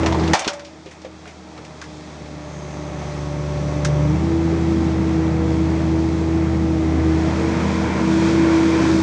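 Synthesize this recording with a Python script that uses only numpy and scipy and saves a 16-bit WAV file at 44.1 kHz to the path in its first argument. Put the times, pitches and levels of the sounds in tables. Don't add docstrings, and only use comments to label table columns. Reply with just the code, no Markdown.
import sys
import numpy as np
from scipy import signal
from scipy.fft import rfft, irfft
from scipy.io import wavfile
from scipy.ndimage import uniform_filter1d

SR = 44100
rng = np.random.default_rng(int(sys.argv[2]) if len(sys.argv) > 2 else 0)


def wav_out(sig):
    wavfile.write(sys.argv[1], SR, np.round(np.clip(np.atleast_2d(sig).T, -1, 1) * 32767).astype(np.int16))


def nominal_scale(level):
    x = np.asarray(level, float) / 20
    return 10 ** x


N = 397782
T = np.arange(N) / SR

BANG_S = 0.3337
RELIEF_S = 4.06
# start_s, end_s
TURN_S = (6.876, 7.83)


def columns(table):
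    s, *values = np.vstack(table).T
    return [np.interp(T, s, v) for v in values]


def unit(x):
    return x / np.sqrt(np.mean(x ** 2))


def colour(x, points):
    hz, db = np.transpose(points)
    grid_hz = np.maximum(np.fft.rfftfreq(8192, 1 / SR), 1)
    log_gain = np.interp(np.log(grid_hz), np.log(hz), db, right=-80) * np.log(10) / 20
    cepstrum = irfft(log_gain)
    cepstrum[1:4096] *= 2
    cepstrum[4097:] = 0
    return signal.fftconvolve(x, irfft(np.exp(rfft(cepstrum))))[:len(x)]


def walk(rate_hz):
    hold = int(SR / rate_hz)
    steps = np.repeat(rng.standard_normal(N // 100), hold)[:N]
    return unit(uniform_filter1d(uniform_filter1d(steps, hold), hold))


def tones(turns, orders, lead_db, waver_hz=14):
    out = 0
    for multiple, db, waver_db in orders:
        phase = 2 * np.pi * (multiple * turns + 0.2 + 0.1 * rng.random())
        phase = phase + 0.08 * waver_db * walk(waver_hz)
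        out = out + nominal_scale(lead_db + db + waver_db * walk(waver_hz)) * np.sin(phase)
    return np.sqrt(2) * out


def together(*dbs):
    return 10 * np.log10(sum(nominal_scale(2 * db) for db in dbs))


def swing():
    # start_s, gear_hz, gear_db, motor_hz, motor_db
    cab = [
        (6.9, 455, -58.5, 350, -68),
        (7.4, 457, -35, 358.7, -60),
        (7.8, 458.6, -34, 352, -51),
        (8.1, 458, -36.5, 354.3, -48),
        (8.4, 458.4, -35.5, 361, -32),
        (8.7, 450, -37.5, 357, -41),
        (9.02, 449, -45.5, 348, -28),
    ]
    gear_hz, gear_db, motor_hz, motor_db = columns(cab)
    gear = tones(np.cumsum(gear_hz) / SR, [(1, 0.087, 2.3)], gear_db)
    motor = tones(np.cumsum(motor_hz) / SR, [(1, 0.087, 2.3)], motor_db)
    return gear + motor


def fan(turns, blade_db, lower_db, drone_db):
    # firing_multiple, level_db, waver_db
    beside = [(10 / 3, -17.5, 4.3), (11 / 3, -28, 1.2), (4.836, -24, 4.4)]
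    # start_s, end_s, slip_turns
    turn_slip = (7.0, 8.0, .65)
    valve_slip = 0.37 * np.clip((T - RELIEF_S) / 0.15, 0, 1)
    slip = 0.5 + valve_slip + np.interp(T, turn_slip[:2], (0, turn_slip[2]))
    drone = tones(turns + slip / 4.031, [(4.031, 0, 0.8)], drone_db, 30)
    drone = drone + tones(turns, beside, drone_db)
    blade = tones(turns, [(2.418, 0, 1.5)], blade_db, 18)
    lower = tones(turns, [(1.612, 0, 0.7)], lower_db)
    return drone + blade + lower


def valve():
    # start_s, centre_hz, level_db
    glide = [
        (2.2, 6640, -80),
        (2.5, 6420, -50),
        (2.9, 6205, -50.5),
        (3.4, 5900, -52),
        (4.1, 6000, -49),
        (4.4, 5977, -71),
    ]
    centre_hz, level_db = columns(glide)
    breadth = unit(uniform_filter1d(rng.standard_normal(N), size=60))
    return nominal_scale(level_db) * breadth * np.sin(2 * np.pi * np.cumsum(centre_hz) / SR)


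def hydraulics(turns, ripple_db, overtone_db, hiss_db):
    # firing_multiple, level_db, waver_db
    overtones = [(5, -7.5, 1.2), (7, -10.5, 0.81), (10, -18.5, 2.4), (11, -27, 2.0), (12, -26.5, 2.0),
                 (15, -15, 1.4)]
    # freq_hz, db_per_hz
    oil = [(1530, -24), (2600, 0), (2890, -11.5), (3280, -0.5), (5320, -2.5), (6020, -3.5), (7010, -7),
           (7800, -10.5), (9290, -22.5), (10000, -33.5), (13000, -63), (22000, -120)]
    relief_db = -13
    relieved = np.clip((T - RELIEF_S) / 0.03, 0, 1)
    dropout = relieved * np.clip(RELIEF_S + 1.6 - T, 0, 1)
    whine = tones(turns, [(4, 0, 0.6)], ripple_db, 30)
    whine += tones(turns, overtones, overtone_db + 0.5 + relief_db * relieved, waver_hz=1.8)
    whine += tones(turns, [(8, 0, 0.5)], overtone_db + relief_db * dropout)
    pulse = 3.5 + np.exp(-(turns % 1) / 0.3)
    hiss = unit(colour(pulse * rng.standard_normal(N), oil))
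    return whine + valve() + nominal_scale(hiss_db + 0.68 + 0.5 * walk(12)) * hiss


def firings(turns, scatter_db):
    count = turns.astype(int)
    burn_db = scatter_db * rng.standard_normal(count[-1] + 1)
    cylinder_db = np.array([1.5, 0, -1.5])
    return nominal_scale(burn_db[count] + cylinder_db[count % 3])


def exhaust(turns, firing_db, octave_db, third_db, sixth_db, rumble_db):
    # firing_multiple, level_db, waver_db
    beside = [(4 / 3, -20.5, 1.5), (7 / 3, -19, 4.8), (5, -25.5, 2)]
    # freq_hz, db_per_hz
    boom_spectrum = [(25, -39), (60, -12), (90, -12), (115, -4), (150, -3), (180, 0), (215, -8.5),
                     (300, -32)]
    # freq_hz, db_per_hz
    rumble_spectrum = [(170, -33.5), (230, -3), (280, -3), (400, -4.5), (560, -11.5), (750, -17),
                       (1200, -27)]
    orders = tones(turns, [(1, 0, 0.3)], firing_db) + tones(turns, [(2, 0, 0.7)], octave_db)
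    orders += tones(turns, [(3, -1, 1)], third_db) + tones(turns, [(6, -1, 1)], sixth_db)
    orders += tones(turns, beside, firing_db)
    puff = 1 + firings(turns, 1.2) * np.exp(-(turns % 1) / 0.3)
    boom = unit(colour(puff * rng.standard_normal(N), boom_spectrum))
    boom *= nominal_scale(0.52 * firing_db + 0.47 * rumble_db - 1.0)
    rumble = unit(colour(puff * rng.standard_normal(N), rumble_spectrum))
    rumble *= nominal_scale(rumble_db + 3.0 + 0.36 * walk(6.6))
    return orders + boom + rumble


def block(turns, clatter_db):
    # freq_hz, db_per_hz
    front_spectrum = [(320, -34), (550, -7), (628, 0), (686, -7.5), (744, -2.5), (956, -5), (1040, -8),
                      (1330, -9), (1440, -13), (2130, -12.5), (2890, -22.5), (3200, -21.5), (4160, -49),
                      (7040, -120)]
    # freq_hz, db_per_hz
    tail_spectrum = [(320, -28), (550, 0), (637, -2), (686, -5), (813, -5), (942, 1), (1270, -8.5),
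                     (1370, -5), (2070, -10.5), (2330, -7.5), (2820, -20), (3200, -17), (4160, -39.5),
                     (7040, -120)]
    rap = 3 + firings(turns, 2) * np.exp(-(turns % 1) / 0.3)
    front = unit(colour(rap * rng.standard_normal(N), front_spectrum))
    tail = unit(colour(rap * rng.standard_normal(N), tail_spectrum))
    turned = np.interp(T, TURN_S, (0, 1))
    heard = np.sqrt(1 - turned) * front + np.sqrt(turned) * nominal_scale(0.89 * walk(12)) * tail
    return nominal_scale(clatter_db + 1.0 + 0.5 * walk(6.8)) * heard


def ring(t, hz, db, t60_s):
    return nominal_scale(db - 60 * t / t60_s) * np.sin(2 * np.pi * hz * t)


def hump(hz, skirt_db):
    return [(hz / 3, -24), (hz / 1.43, -7), (hz, 0), (hz * 1.28, -7), (hz * 1.94, skirt_db), (hz * 9, -40)]


def lump(t, hz, t60_s):
    neighbours_hz = hz * np.exp(0.27 * rng.standard_normal(size=2))
    return ring(t, hz, 0, t60_s) + sum(ring(t, near_hz, -1.1, 0.9 * t60_s) for near_hz in neighbours_hz)


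def knock(t, peak_db, thud_hz, crack_db, crack_hz, t60_s):
    # freq_hz, db_per_hz
    crack_spectrum = [(1500, -22.5), (2500, 8.5), (4500, 6), (6500, 3.5), (8500, -13.5), (10500, -45)]
    grit = rng.standard_normal((3, len(t)))
    fall = nominal_scale(-60 * t / t60_s) * (1 + 0.3 * np.exp(-t / 0.0054))
    ringing = min(900 / thud_hz, 1) ** 2
    thud = fall * unit(colour(grit[0], hump(thud_hz, -17.0))) + ringing * lump(t, thud_hz, t60_s)
    grind = 1.11 * unit(colour(grit[1], hump(crack_hz, -31.5)))
    crack = fall * (grind + unit(colour(grit[2], crack_spectrum)))
    attack = np.minimum(t / 0.00028, 1)
    return nominal_scale(peak_db - 8.0) * attack * (thud + nominal_scale(crack_db - 5.0) * crack)


def rocks():
    # start_s, peak_db, thud_hz, crack_over_thud_db, crack_hz
    knocks = [(0.0322, -10.5, 564, -13, 2370), (0.0606, -14, 686, 3, 2050), (0.063, -16, 1300, -8, 5500),
              (0.124, -12.5, 700, -8, 3000), (.146, -13, 597, -14, 1900), (0.276, -25, 2400, 4, 4200),
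              (0.3342, -2.8, 981, -4.5, 5050), (.352, -17, 2140, -13, 4900),
              (0.393, -24.5, 2000, 9.5, 6400), (.419, -21.5, 767, -2, 3020), (0.4454, -27, 1570, 9, 3340),
              (0.4679, -15, 377, -15, 1000), (0.4768, -13.5, 1400, 5, 5270),
              (0.533, -32.5, 1497, 5.5, 6100), (0.5943, -29, 1390, 0, 4350), (1.0173, -43, 1990, 6, 5500),
              (1.0475, -21.5, 520, -10.5, 2480), (1.254, -31.5, 1465, -12, 4000),
              (1.5768, -30.5, 1228, -6, 3395), (1.648, -36.5, 2130, 1.5, 5900),
              (1.8148, -25.5, 1400, -2, 5470), (1.84, -33, 1790, -4, 5010), (3.017, -25, 697, -14, 3000),
              (3.848, -17, 1534, 2.5, 5900)]
    # start_s, peak_db, thud_hz, crack_over_thud_db, crack_hz
    slides = [
        (.195, -24, 870, -4, 4500),
        (.235, -30, 1620, 3.5, 4500),
        (0.6482, -39, 2470, 6, 5000),
        (.860, -29.5, 389, -4.5, 2480),
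        (0.9113, -37.5, 2000, -0.5, 6000),
        (1.275, -33.5, 2100, -4, 5500),
        (1.583, -29.5, 392, -28, 3020),
        (1.262, -32, 710, -9, 2000),
        (7.601, -23, 1210, -12, 2995),
    ]
    # freq_hz, level_db, t60_s
    modes = [(323, -28, 0.12), (713, -13, 0.24), (805, -10.5, 0.26), (861, 1.5, 0.11), (1240, -29, 0.19),
             (2316, -12, 0.3), (2509, -26, 0.45), (3564, -21, 0.64), (5394, -22, 0.53), (5800, -30, 0.88)]
    # start_s, freq_hz, level_db, t60_s, stopped_by_rock_s
    late_ring = (.485, 577, -26.5, .85, .68)
    out = np.zeros(N + SR)
    t = T[:SR // 2]
    hits = [(*row, 0.1) for row in knocks] + [(*row, 0.22) for row in slides]
    for start_s, *settings in hits:
        i = int(start_s * SR)
        out[i:i + len(t)] += knock(t, *settings)
    bang = int(BANG_S * SR)
    build_up = np.minimum(t / 0.019, 1)
    out[bang:bang + len(t)] += nominal_scale(-12) * build_up * sum(ring(t, *mode) for mode in modes)
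    echo_s, echo_db = 0.019, -17.5
    lag = int(echo_s * SR)
    out[lag:] += nominal_scale(echo_db) * out[:-lag]
    start_s, hz, db, t60_s, stop_s = late_ring
    swell = np.clip(np.minimum(t / 0.0051, (stop_s - start_s - t) / 0.031 + 1), 0, 1)
    out[int(start_s * SR):][:len(t)] += swell * ring(t, hz, db, t60_s)
    return out[:N]


def levels(firing_hz):
    layers = {"firing": (-22, 1.04, 0, -1.2, 1), "octave": (-27.5, 1.2, 10, -2.5, 1.5),
              "third": (-39, .8, -3.5, 1.2, 4.5), "sixth": (-36.5, 1.5, -11.5, -1, 2.9),
              "rumble": (-33, 0.75, 1.5, 1.5, -0.5), "clatter": (-34.5, 0.53, 1.5, 6.5, 0.35),
              "drone": (-20.5, 1, -11, 0.8, -0.2), "ripple": (-36.5, 0.64, 2.5, 4.5, 2.5),
              "overtone": (-43, 0.8, 14.5, 1, 0.8), "hiss": (-44.5, 0.33, 0.8, 0, 0.5),
              "blade": (-28.5, 0.82, -2.5, -0.2, 2.1), "lower": (-30.5, 1.7, 4.5, -1.5, 0.5)}
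    # start_s, firing_db, drone_db, third_db, blade_db
    shading = [
        (6.8, -0.5, 0, 0, -0.5),
        (7.08, 0.8, 4, -2, -2.5),
        (7.35, -2, -2, -4, 5.5),
        (7.54, -2.5, -3.5, 9, 0.5),
        (7.75, -3.5, -10, 8.5, 4.5),
        (8.07, -8.5, -1.5, 16.5, 8.5),
        (8.36, -4, 5.5, 6, 3),
        (8.8, -4, 3, -5, 2),
        (9.02, -3.5, 3, -3, 3),
    ]
    rubble = {"rumble": (-29.5, -27, -51), "clatter": (-33, -16.5, -30.5), "hiss": (-45, -22, -42.5)}
    duck_db, duck_s, recovered_s, recovery_curve = -28.5, 0.019, 4.216, 1.295
    free_hz, sag_hz = 80.2, 6.7
    burst_db_per_s, tumble_s, settle_db_per_s = 287, 0.16, 142
    since = T - BANG_S
    back = np.clip(since / (recovered_s - BANG_S), 0, 1) ** recovery_curve
    duck = duck_db * np.clip(since / duck_s, 0, 1) * (1 - back)
    load = np.clip((free_hz - firing_hz) / sag_hz, 0, 1)
    turned = np.interp(T, TURN_S, (0, 1))
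    db = {}
    for name, (run_db, share, load_db, turn_db, wander_db) in layers.items():
        db[name] = run_db + share * duck + load_db * load + turn_db * turned + wander_db * walk(6)
    for name, shade_db in zip(("firing", "drone", "third", "blade"), columns(shading)):
        db[name] = db[name] + shade_db
    db["drone"] = db["drone"] - 2 * (since < 0)
    db["hiss"] = db["hiss"] + 3.8 * np.maximum(T - 6.57, 0)
    for name, (scrape_db, burst_db, tumble_db) in rubble.items():
        burst = burst_db - burst_db_per_s * abs(since)
        tumble = tumble_db - settle_db_per_s * np.maximum(since - tumble_s, 0)
        loose = np.where(since < 0, scrape_db, together(burst, tumble))
        db[name] = together(db[name], loose)
    return db


def scene():
    # start_s, firing_hz
    shaft = [(0, 80.63), (.33, 81.03), (.75, 78.97), (1.45, 77.8), (2.3, 74.83), (3.3, 73.08),
             (4.06, 73.73), (4.27, 81.94), (4.7, 81.7), (4.95, 80.3), (5.7, 80.25), (6.4, 81.04),
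             (6.9, 79.57), (7.15, 79.7), (7.58, 81.6), (8.0, 80.07), (8.32, 81.8), (9.02, 80.3)]
    beat_null_s = 3.06
    firing_hz, = columns(shaft)
    turns = np.cumsum(firing_hz) / SR
    from_null = turns - np.round(np.interp(beat_null_s, T, turns))
    db = levels(firing_hz)
    machine = swing() + fan(from_null, db["blade"], db["lower"], db["drone"])
    machine += hydraulics(from_null, db["ripple"], db["overtone"], db["hiss"])
    machine += exhaust(turns, db["firing"], db["octave"], db["third"], db["sixth"], db["rumble"])
    machine += block(turns, db["clatter"])
    return (machine + rocks())[None]


def low_pass(x):
    return signal.sosfilt(signal.butter(12, 15750, fs=SR, output="sos"), x)


def record(dry):
    bass_cut_hz, top_hz, overload = 45, 10100, 0.7
    self_noise_db, grain_db = -94.5, -59
    x = signal.sosfilt(signal.butter(2, bass_cut_hz, "high", fs=SR, output="sos"), dry)
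    x = signal.sosfilt(signal.cheby1(8, 1, top_hz, fs=SR, output="sos"), x)
    x = np.clip(x, -overload, overload)
    running = np.sqrt(uniform_filter1d(x ** 2, size=8000) + nominal_scale(2 * self_noise_db - 2 * grain_db))
    x = x + nominal_scale(grain_db) * running * rng.standard_normal(x.shape)
    return low_pass(x)


dry = scene()
out = record(dry)
wav_out(out)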